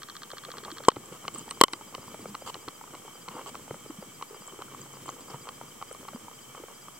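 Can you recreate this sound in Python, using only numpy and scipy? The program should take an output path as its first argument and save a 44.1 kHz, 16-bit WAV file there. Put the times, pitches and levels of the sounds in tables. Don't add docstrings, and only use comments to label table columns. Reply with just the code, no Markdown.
import sys
import numpy as np
from scipy import signal
from scipy.fft import rfft, irfft, next_fast_len
from scipy.io import wavfile
from scipy.ndimage import uniform_filter1d, map_coordinates

SR = 44100
rng = np.random.default_rng(int(sys.argv[2]) if len(sys.argv) > 2 else 0)


def wav_record(signal):
    frames = np.transpose(np.atleast_2d(signal))
    bounded = np.clip(frames, -1, 1)
    quanta = np.round(bounded * 32767).astype(np.int16)
    wavfile.write(sys.argv[1], SR, quanta)


def magnitude_from_level(level_db):
    exponent = np.asarray(level_db, float) / 20
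    return 10 ** exponent


N = 308259

# freq_hz, level_db
HISS_SPECTRUM = [(30, -1), (300, 4.5), (1700, -2), (3600, -8), (4400, -9.5), (6000, -2), (9500, -6),
                 (15900, -7.5)]
# freq_hz, level_db
SLOSH_SPECTRUM = [(40, -13), (90, -5), (140, 2.5), (230, 0), (350, -2), (550, -10.5), (800, -53),
                  (1500, -22.5)]
# time_s, level_db
SURGE_LEVEL = [(0.0, -62), (0.37, -58), (0.58, -54), (1.71, -55.5), (2.22, -51.5), (2.33, -56.5),
               (2.76, -57), (3.29, -56), (3.5, -55), (3.79, -55.5), (4.3, -58.5), (4.88, -54), (5.45, -54),
               (5.94, -57), (6.64, -60.5), (6.99, -60.5)]
# time_s, pitch_hz, level_db
MOANS = [
    [(2.18, 210.3, -58), (2.306, 203.5, -45.5), (2.36, 200, -57)],
    [(4.66, 138.4, -65), (4.75, 138, -56), (5.12, 136.3, -56)],
    [(6.36, 140, -52), (6.44, 130, -71), (6.52, 129, -51)],
    [(6.78, 135.4, -59), (6.93, 130.5, -63), (7.05, 130, -64)],
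]
# freq_hz, width_hz, level_db
BODY_PEAKS = [(450, 190, 1), (850, 264, 1.5), (1165, 350, 2), (2184, 200, -6), (2800, 220, -5)]
# freq_hz, width_hz, level_db
CAVITY_PEAKS = [(7530, 1070, -3.5), (8640, 430, -6)]
# freq_hz, width_hz, level_db
SERVO_PEAKS = [(1200, 280, -1.5), (2285, 120, -1), (3060, 130, 1.5), (3270, 200, -1.5), (5700, 1000, -7)]
# start_s, peak_db, pitch_hz
ROCK_SNAPS = [(1.058, -44, 7700), (1.348, -32.5, 7950), (1.385, -32.5, 7800), (1.3936, -36, 7700),
              (1.5096, -32, 8330), (1.606, -43, 7850), (1.731, -42, 5400), (1.7342, -30.5, 7900),
              (2.472, -48, 7500), (3.483, -41, 7300), (4.4762, -38, 7530), (4.8163, -40.5, 7700),
              (4.932, -43, 7500), (5.0634, -41, 7660), (5.0865, -42, 7440), (5.1005, -38, 7400),
              (5.2078, -45, 7500), (5.305, -45, 5460), (5.928, -38.5, 8100)]
# start_s, steps
FOCUS_RUNS = [
    (.0184, 4),
    (.3022, 10),
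]
# freq_hz, level_db, t60_s, lag_s
CARRIAGE_MODES = [(1194, 5, 0.017, 0.00194), (1605, -1, 0.011, 0.00096), (1860, -4, 0.01, 0.00048),
                  (3310, -2, 0.013, 0.00119), (3700, 13, 0.0042, 0.0062), (4330, 4.5, 0.0058, 0.00058),
                  (5600, 7, 0.0022, 0.00045)]
WHINE_BURSTS = [(0, 1, 3), (6, 8, 10, 11), (13, 14, 16), (19, 21), (27, 28, 30, 32), (38, 40, 42),
                (44, 45, 46), (52, 54), (58, 59, 61, 63, 65), (68, 72), (75, 76), (81, 82, 84)]
# start_s, peak_db, pitch_hz
BUBBLES = [(.575, -51, 228), (0.633, -37, 385), (.66, -39, 393), (0.724, -35.5, 298), (0.968, -44, 119),
           (1.118, -45, 170), (1.356, -39, 347), (1.384, -41, 209), (1.512, -35, 424), (1.734, -33, 308),
           (2.262, -44, 167), (2.45, -55, 91), (3.352, -37.5, 274), (3.709, -42, 130), (3.527, -45.5, 214),
           (3.901, -31.5, 283), (3.987, -37, 184), (4.31, -37, 406), (4.331, -38, 395), (4.535, -39, 347),
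           (4.736, -45, 317), (5.086, -40, 331), (5.342, -40, 131), (6.148, -33.5, 215),
           (6.601, -39.5, 314)]
# start_s, length_s, level_db, fizz_db
SCRAPE_STROKES = [(0.545, 0.021, -47.5, -70), (0.572, 0.023, -48, -66), (0.65, 0.064, -46.5, -72),
                  (1.118, 0.054, -49.5, -56), (1.339, 0.084, -52, -51.5), (2.459, 0.05, -42, -42.5),
                  (2.927, 0.025, -51, -69), (3.301, 0.07, -46.5, -58), (3.366, 0.058, -43, -57),
                  (3.42, 0.02, -52, -56), (3.463, 0.042, -45, -48), (4.306, 0.083, -55, -69),
                  (5.067, 0.045, -52, -53), (5.293, 0.074, -46, -56), (6.562, 0.056, -53, -64),
                  (6.693, 0.043, -50.5, -80)]
# start_s, peak_db, crack_db above the ring
SHELL_TAPS = [(0.904, -35, 0), (0.962, -35, -11), (1.2812, -24.5, -7), (1.359, -33.5, -18),
              (1.491, -45.5, 1.5), (1.5105, -32, -0.5), (1.6064, -37, -3), (1.6828, -29.5, -7.5),
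              (1.7349, -25, -3), (2.5442, -36.5, -1.5), (3.4612, -36, -13), (5.9479, -35.5, -20),
              (6.5562, -43, -10)]
# start_s, peak_db, crack_db above the ring, touch_ahead_s
ROCKING_SHELLS = [(1.2512, -33.5, -23, 0.0094), (1.95, -30.5, -6, 0.0069), (2.3508, -29.5, -9.5, 0.0059),
                  (2.685, -31, -6.5, 0.0054), (2.951, -36, -11, 0.0063), (3.2858, -29.5, -10, 0.006),
                  (3.5533, -33, -11.5, 0.0083), (4.225, -27.5, -13, 0.013), (4.621, -32.5, -12, 0.0073),
                  (5.0903, -28, -15, 0.0097), (5.4897, -29, -11, 0.0097), (5.8251, -29, -16.5, .0114),
                  (6.086, -33, -14, 0.0045)]
# start_s, peak_db, pitch_hz
GRIT_TICKS = [(0.5384, -34.5, 1060), (0.681, -33.5, 1060), (1.479, -38, 905), (1.5194, -38, 1090),
              (1.8107, -37.5, 890), (2.08, -38, 1040), (2.464, -44, 1030), (2.4746, -32.5, 980),
              (2.4842, -41, 1050), (2.4989, -33, 1000), (2.75, -48, 1200), (2.879, -46, 1210),
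              (2.907, -42, 1320), (3.154, -42, 1200), (3.392, -32.5, 1000), (3.412, -39, 915),
              (4.682, -44, 1330), (4.814, -51, 1140), (4.86, -47, 1310), (4.937, -41.5, 1144),
              (5.208, -49, 1070), (5.282, -44, 1220), (5.679, -47, 1140), (1.107, -48, 1160),
              (1.384, -45, 1240), (2.8119, -36, 900), (2.839, -37, 1040), (3.079, -37.5, 880),
              (3.366, -36, 830), (3.661, -50, 700), (3.6785, -36, 850), (4.4803, -36.5, 1140),
              (4.746, -35, 1130), (5.3436, -31, 920), (5.6126, -31.5, 930), (5.8153, -36, 1120),
              (6.282, -35, 960), (6.548, -32.5, 1130), (6.683, -38, 1120), (6.8829, -35.5, 1190)]
# start_s, peak_db, pitch_hz
SOFT_BUMPS = [(0.3338, -32, 496), (0.484, -35.5, 520), (.49, -36, 514), (0.804, -32.5, 530),
              (0.9664, -27, 370), (.58, -36.5, 476), (1.123, -37, 415), (1.9264, -42, 477),
              (3.05, -41.5, 420), (3.851, -47, 610), (1.98, -34.5, 524), (2.144, -31, 625),
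              (2.1922, -37.5, 407), (2.2562, -30, 504), (2.4207, -35, 544), (2.5652, -38, 394),
              (2.679, -33, 377), (2.9357, -38, 380), (3.7082, -25.5, 450), (3.743, -32.5, 530),
              (3.8603, -37.5, 450), (4.025, -32, 507), (4.3458, -39.5, 445), (4.59, -33.5, 417),
              (5.3012, -37, 388), (5.9118, -32.5, 483), (6.0295, -40.5, 570), (6.1325, -37.5, 564),
              (6.6367, -33.5, 450)]
# freq_hz, level_db, t60_s
CRACK_MODES = [(1810, -0.5, 0.0098), (2010, -2, 0.028), (2720, 7, 0.0056), (3050, 5, 0.017),
               (4040, 4.5, 0.0099), (4160, 6.5, 0.0079), (5400, 5, 0.0065), (6300, -32, 0.0021),
               (7500, -10, .005)]
# start_s, case_push, wall_push (both of full scale)
KNOCK_CONTACTS = [
    (.88375, 2.69, -.77),
    (.88575, .74, -1.06),
    (.88826, .6, -.47),
    (1.61201, 1.82, -.44),
    (1.6135, -1.72, .94),
    (1.61833, .71, -.54),
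    (1.63615, -.55, 1.01),
    (1.63744, -.49, -.72),
    (1.63874, 1.38, -.31),
]
# freq_hz, t60_s
CASE_MODES = [(538, .0082)]
# freq_hz, t60_s
WALL_MODES = [(600, .0143), (1077, .0212)]
GRIND_STARTS = [
    .8842,
    1.6118,
    1.6357,
]
# peak_db, hardness_db
GRINDS = [
    (-6.5, -20.5),
    (-4, -13.5),
    (-0.5, -13),
]
HOUSING_MODES = {"crack": [(1430, 1, 0.019), (2070, 5, 0.011), (3016, 4.5, 0.027), (3500, -5, 0.0051),
                 (4180, 5.5, 0.0075)], "shrill": [(5300, 8, 0.0023), (6300, -1, 0.0022),
                 (7880, 10, 0.0026)], "splinter": [(9700, 21, 0.0034), (11260, 24, 0.0081),
                 (12500, 26, 0.0034), (13700, 10, 0.003), (15700, -1, 0.0023)]}

GRIT_FOLLOWS, FIZZ_FOLLOWS = 0.7, 0.23
FRAME_S = .06672


def unit(x):
    return x / np.sqrt(np.mean(x ** 2) + 1e-20)


def filtered(x, response):
    m = next_fast_len(N + 8192)
    return irfft(rfft(x, m) * response(np.fft.rfftfreq(m, 1 / SR)), m)[..., :N]


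def colour(points):
    f, db = np.transpose(points)
    return lambda hz: magnitude_from_level(np.interp(np.log(hz + 1), np.log(f), db))


def resonances(modes):
    def response(f):
        total = 0
        for k, (centre, width, db) in enumerate(modes):
            damping = 1j * f * width
            total = total + (-1) ** k * magnitude_from_level(db) * damping / (centre ** 2 - f ** 2 + damping)
        return total
    return response


def twice(modes):
    once = resonances(modes)
    return lambda f: once(f) ** 2


def pair(alike, spiky_db, rate):
    grain = map_coordinates(rng.standard_normal(int(N * rate / SR) + 4), [np.arange(N) * rate / SR])
    a, b = rng.standard_normal((2, N)) * magnitude_from_level(spiky_db * np.clip(grain, -3, 1.8))
    turn = np.arccos(np.clip(alike, -1, 1)) / 2
    return np.array([np.cos(turn) * a + np.sin(turn) * b, np.cos(turn) * a - np.sin(turn) * b])


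def silence():
    return np.zeros((2, N + SR))


def add(out, s, hz, db, t60, rise, skew=0., glide=0., phase=0., carrier=None):
    t = np.arange(int(min(max(t60, .002), .12) * SR)) / SR
    phase_skew, level_skew = skew * rng.standard_normal(2)
    turn = 2 * np.pi * hz * t * (1 + glide * t / max(t60, .002)) + phase
    turn = turn + np.array([[phase_skew], [-phase_skew]])
    tilt_db = 3 * np.array([[level_skew], [-level_skew]])
    ring = magnitude_from_level(db - 60 * t / t60 + tilt_db) * (1 - np.exp(-t / rise)) * np.sin(turn)
    if carrier is not None:
        ring = ring[:, :carrier.shape[1]] * carrier[:, :len(t)]
    i = max(round(s * SR), 0)
    out[:, i:i + ring.shape[1]] += ring


def spark(out, s, db, t60):
    noise = rng.standard_normal((3, int(.008 * SR)))
    band = signal.butter(2, [1700, 7000], "bandpass", fs=SR)
    bright = signal.lfilter(*band, noise[0] + 0.88 * noise[1:])
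    add(out, s, 0, db, t60, .0002, phase=np.pi / 2, carrier=bright)


def surge():
    surge_db = np.interp(np.arange(N) / SR, *np.transpose(SURGE_LEVEL))
    return surge_db, surge_db - surge_db.mean()


def hiss():
    return magnitude_from_level(-51.5) * unit(filtered(rng.standard_normal((2, N)), colour(HISS_SPECTRUM)))


def servo():
    return magnitude_from_level(-57.5) * unit(filtered(pair(1.0, spiky_db=2.5, rate=55), twice(SERVO_PEAKS)))


def water():
    surge_db, swing_db = surge()
    slosh = unit(filtered(pair(1.0, spiky_db=3.5, rate=38), colour(SLOSH_SPECTRUM)))
    grit = unit(filtered(pair(0.95, spiky_db=5.5, rate=150), twice(BODY_PEAKS)))
    fizz = unit(filtered(pair(0.041, spiky_db=1.0, rate=110), twice(CAVITY_PEAKS)))
    out = magnitude_from_level(surge_db + 2) * slosh
    out += magnitude_from_level(-60.5 + GRIT_FOLLOWS * swing_db) * grit
    return out + magnitude_from_level(-56 + FIZZ_FOLLOWS * swing_db) * fizz


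def moans():
    t, out = np.arange(N) / SR, np.zeros(N)
    for rows in MOANS:
        s, hz, db = np.transpose(rows)
        fade = np.clip(np.minimum(t - s[0], s[-1] - t) / 0.015, 0, 1)
        turn = 2 * np.pi * np.cumsum(np.interp(t, s, hz)) / SR
        out += fade * magnitude_from_level(np.interp(t, s, db) + 1.5) * np.sin(turn)
    return out


def crackle():
    count = int(90 * N / SR)
    where, size, sign = rng.uniform(size=(count, 3)).T
    strength = magnitude_from_level(-6 * np.log(size + .01)) * np.sign(sign - .5)
    blows = np.bincount((where * N).astype(int), strength, N)
    swing_db = surge()[1]
    return magnitude_from_level(-59 + GRIT_FOLLOWS * swing_db) * unit(filtered(blows, twice(BODY_PEAKS)))


def snaps():
    out = silence()
    for s, db, hz in ROCK_SNAPS:
        add(out, s, hz, db, .014, .001, skew=0.4)
        add(out, s, hz * rng.uniform(0.87, 1.1), db + 12.5, .006, .0003, skew=0.92)
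        ahead_s = rng.uniform(.003, 0.0085)
        add(out, s - ahead_s, hz * rng.normal(1, 0.0098), db + 4, .014, .001, skew=0.86)
    return out[:, :N]


def focus_steps():
    out = silence()
    starts = np.concatenate([s + FRAME_S * np.arange(steps) for s, steps in FOCUS_RUNS])
    stops = starts + .0131 + .0007 * rng.uniform(-0.86, 1, len(starts))
    for s in np.concatenate([starts, stops]):
        bright_db = -34.5 + 8 * (s in stops) - (s == stops[-1])
        spark(out, s, bright_db - 3, 0.0034)
        for hz, level, t60, lag in CARRIAGE_MODES:
            blow_db = -33 if hz < 2500 else bright_db
            add(out, s + lag, hz, level + blow_db, t60, 0.0004 + lag, skew=0.1)
    return out[:, :N]


def stabiliser_whine():
    out = silence()
    t = np.arange(int(.024 * SR)) / SR
    fade = np.clip(np.minimum(t, t[::-1]) / .001, 0, 1)
    for s in 1.341 + FRAME_S * np.concatenate(WHINE_BURSTS):
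        tone = np.sin(2 * np.pi * rng.normal(4807, 4) * t + [[.2], [-.2]]) * fade
        i = round(s * SR)
        out[:, i:i + len(t)] += magnitude_from_level(-56.5 + rng.normal(0, 1.0)) * tone
    return out[:, :N]


def pops():
    out = silence()
    freed = [(s, db - 8, hz * 0.68) for s, db, hz in SOFT_BUMPS]
    for s, db, hz in BUBBLES + freed:
        add(out, s - .002, hz, db + 11.5, 9 / hz, .004, skew=0.028, glide=0.16)
    return out[:, :N]


def scrapes():
    t, body, fizz = np.arange(N) / SR, np.zeros(N), np.zeros(N)
    for s, length, db, fizz_db in SCRAPE_STROKES:
        stroke = np.clip(np.minimum((t - s) / 0.0051, (s + length - t) / 0.0074), 0, 1)
        body += magnitude_from_level(db) * stroke
        fizz += magnitude_from_level(fizz_db) * stroke
    cavities = [(3020, 210, 2.0), (4660, 530, -6.5)] + CAVITY_PEAKS + [(11400, 980, -14)]
    out = body * unit(filtered(pair(1.0, spiky_db=-0.5, rate=230), twice(BODY_PEAKS)))
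    return out + fizz * unit(filtered(pair(0.09, spiky_db=2.0, rate=360), resonances(cavities)))


def contacts():
    sharp = [(s, db, 1130 * rng.normal(1, 0.022), crack_db)
             for s, db, crack_db, *_ in SHELL_TAPS + ROCKING_SHELLS]
    touches = [(s - ahead, -39 + 0.44 * (db + 38.5), 1032) for s, db, _, ahead in ROCKING_SHELLS]
    return sharp + [(*soft, -31.5) for soft in touches + GRIT_TICKS + SOFT_BUMPS]


def clicks():
    out = silence()
    neighbours = ((260, -6.5), (480, -1.0), (820, 1.0), (1280, 1.0), (1500, -15.5))  # freq_hz, level_db
    for s, db, hz, crack_db in contacts():
        add(out, s, hz, db + 5.0, .018, .0007, skew=0.038)
        for near_hz, level in neighbours:
            near_db = db + level + 2.0 * rng.standard_normal()
            add(out, s + rng.uniform(0, 0.0014), near_hz, near_db, .012, .001, skew=0.05)
        spark(out, s - .001, db + crack_db + 3.0, 0.011)
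        add(out, s, 2150 * rng.normal(1, 0.024), db - 6, .008, .0005, skew=0.31)
        for mode_hz, level, t60 in CRACK_MODES:
            mode_db = db + crack_db + level + rng.normal(0, 1.5)
            add(out, s - .001, mode_hz * rng.normal(1, 0.044), mode_db, t60, .0003, skew=0.2)
    return out[:, :N]


def push_case(out):
    for s, case, wall in KNOCK_CONTACTS:
        for push, modes in ((case * 1.1, CASE_MODES), (wall * 1.12, WALL_MODES)):
            for hz, t60 in modes:
                push_db = 20 * np.log10(abs(push))
                add(out, s, hz, push_db, t60, .0005, skew=.02, phase=np.pi * (push > 0))


def grind(out):
    for s, (db, hard_db) in zip(GRIND_STARTS, GRINDS):
        for again in np.linspace(0, .002, num=4):
            spark(out, s + again, db + hard_db + 5.5, 0.0038)
        group_levels = {"crack": hard_db, "shrill": -6.5, "splinter": -2 + 2.67 * hard_db}
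        for group, group_db in group_levels.items():
            for hz, level, t60 in HOUSING_MODES[group]:
                for again in np.linspace(.0002, .0024, num=5) + rng.uniform(0, .0006, size=5):
                    mode_hz = hz * rng.normal(1, 0.029)
                    add(out, s + again, mode_hz, db + group_db + level, t60, .0003, skew=0.65)


def knocks():
    out = silence()
    push_case(out)
    grind(out)
    return out[:, :N] * magnitude_from_level([[.8], [-.8]])


def scene():
    background = servo() + water() + moans() + crackle() + snaps()
    motors = focus_steps() + stabiliser_whine()
    return background + motors + pops() + scrapes() + clicks() + knocks()


def ports(x):
    lag_s = np.array([[2], [0]]) / SR

    def response(hz):
        highpass = 1j * hz / (70 + 1j * hz)
        return (hz < 15860) * highpass * np.exp(-2j * np.pi * hz * lag_s)
    return filtered(x, response)


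def ducked(x):
    loud = np.roll(np.abs(x).max(0) > .5, round(.004 * SR))
    last_loud = np.maximum.accumulate(np.where(loud, np.arange(N), -9 * SR))
    since_s = (np.arange(N) - last_loud) / SR
    return x * magnitude_from_level(-uniform_filter1d(9 * np.exp(-since_s / 0.048), size=200))


def band_limit(x):
    return signal.sosfilt(signal.butter(12, 15920, fs=SR, output="sos"), x)


def record(dry):
    x = ducked(ports(dry + hiss()))
    mix = np.clip(x - .0004, -1, 1)
    return band_limit(mix)


dry = scene()
out = record(dry)
wav_record(out)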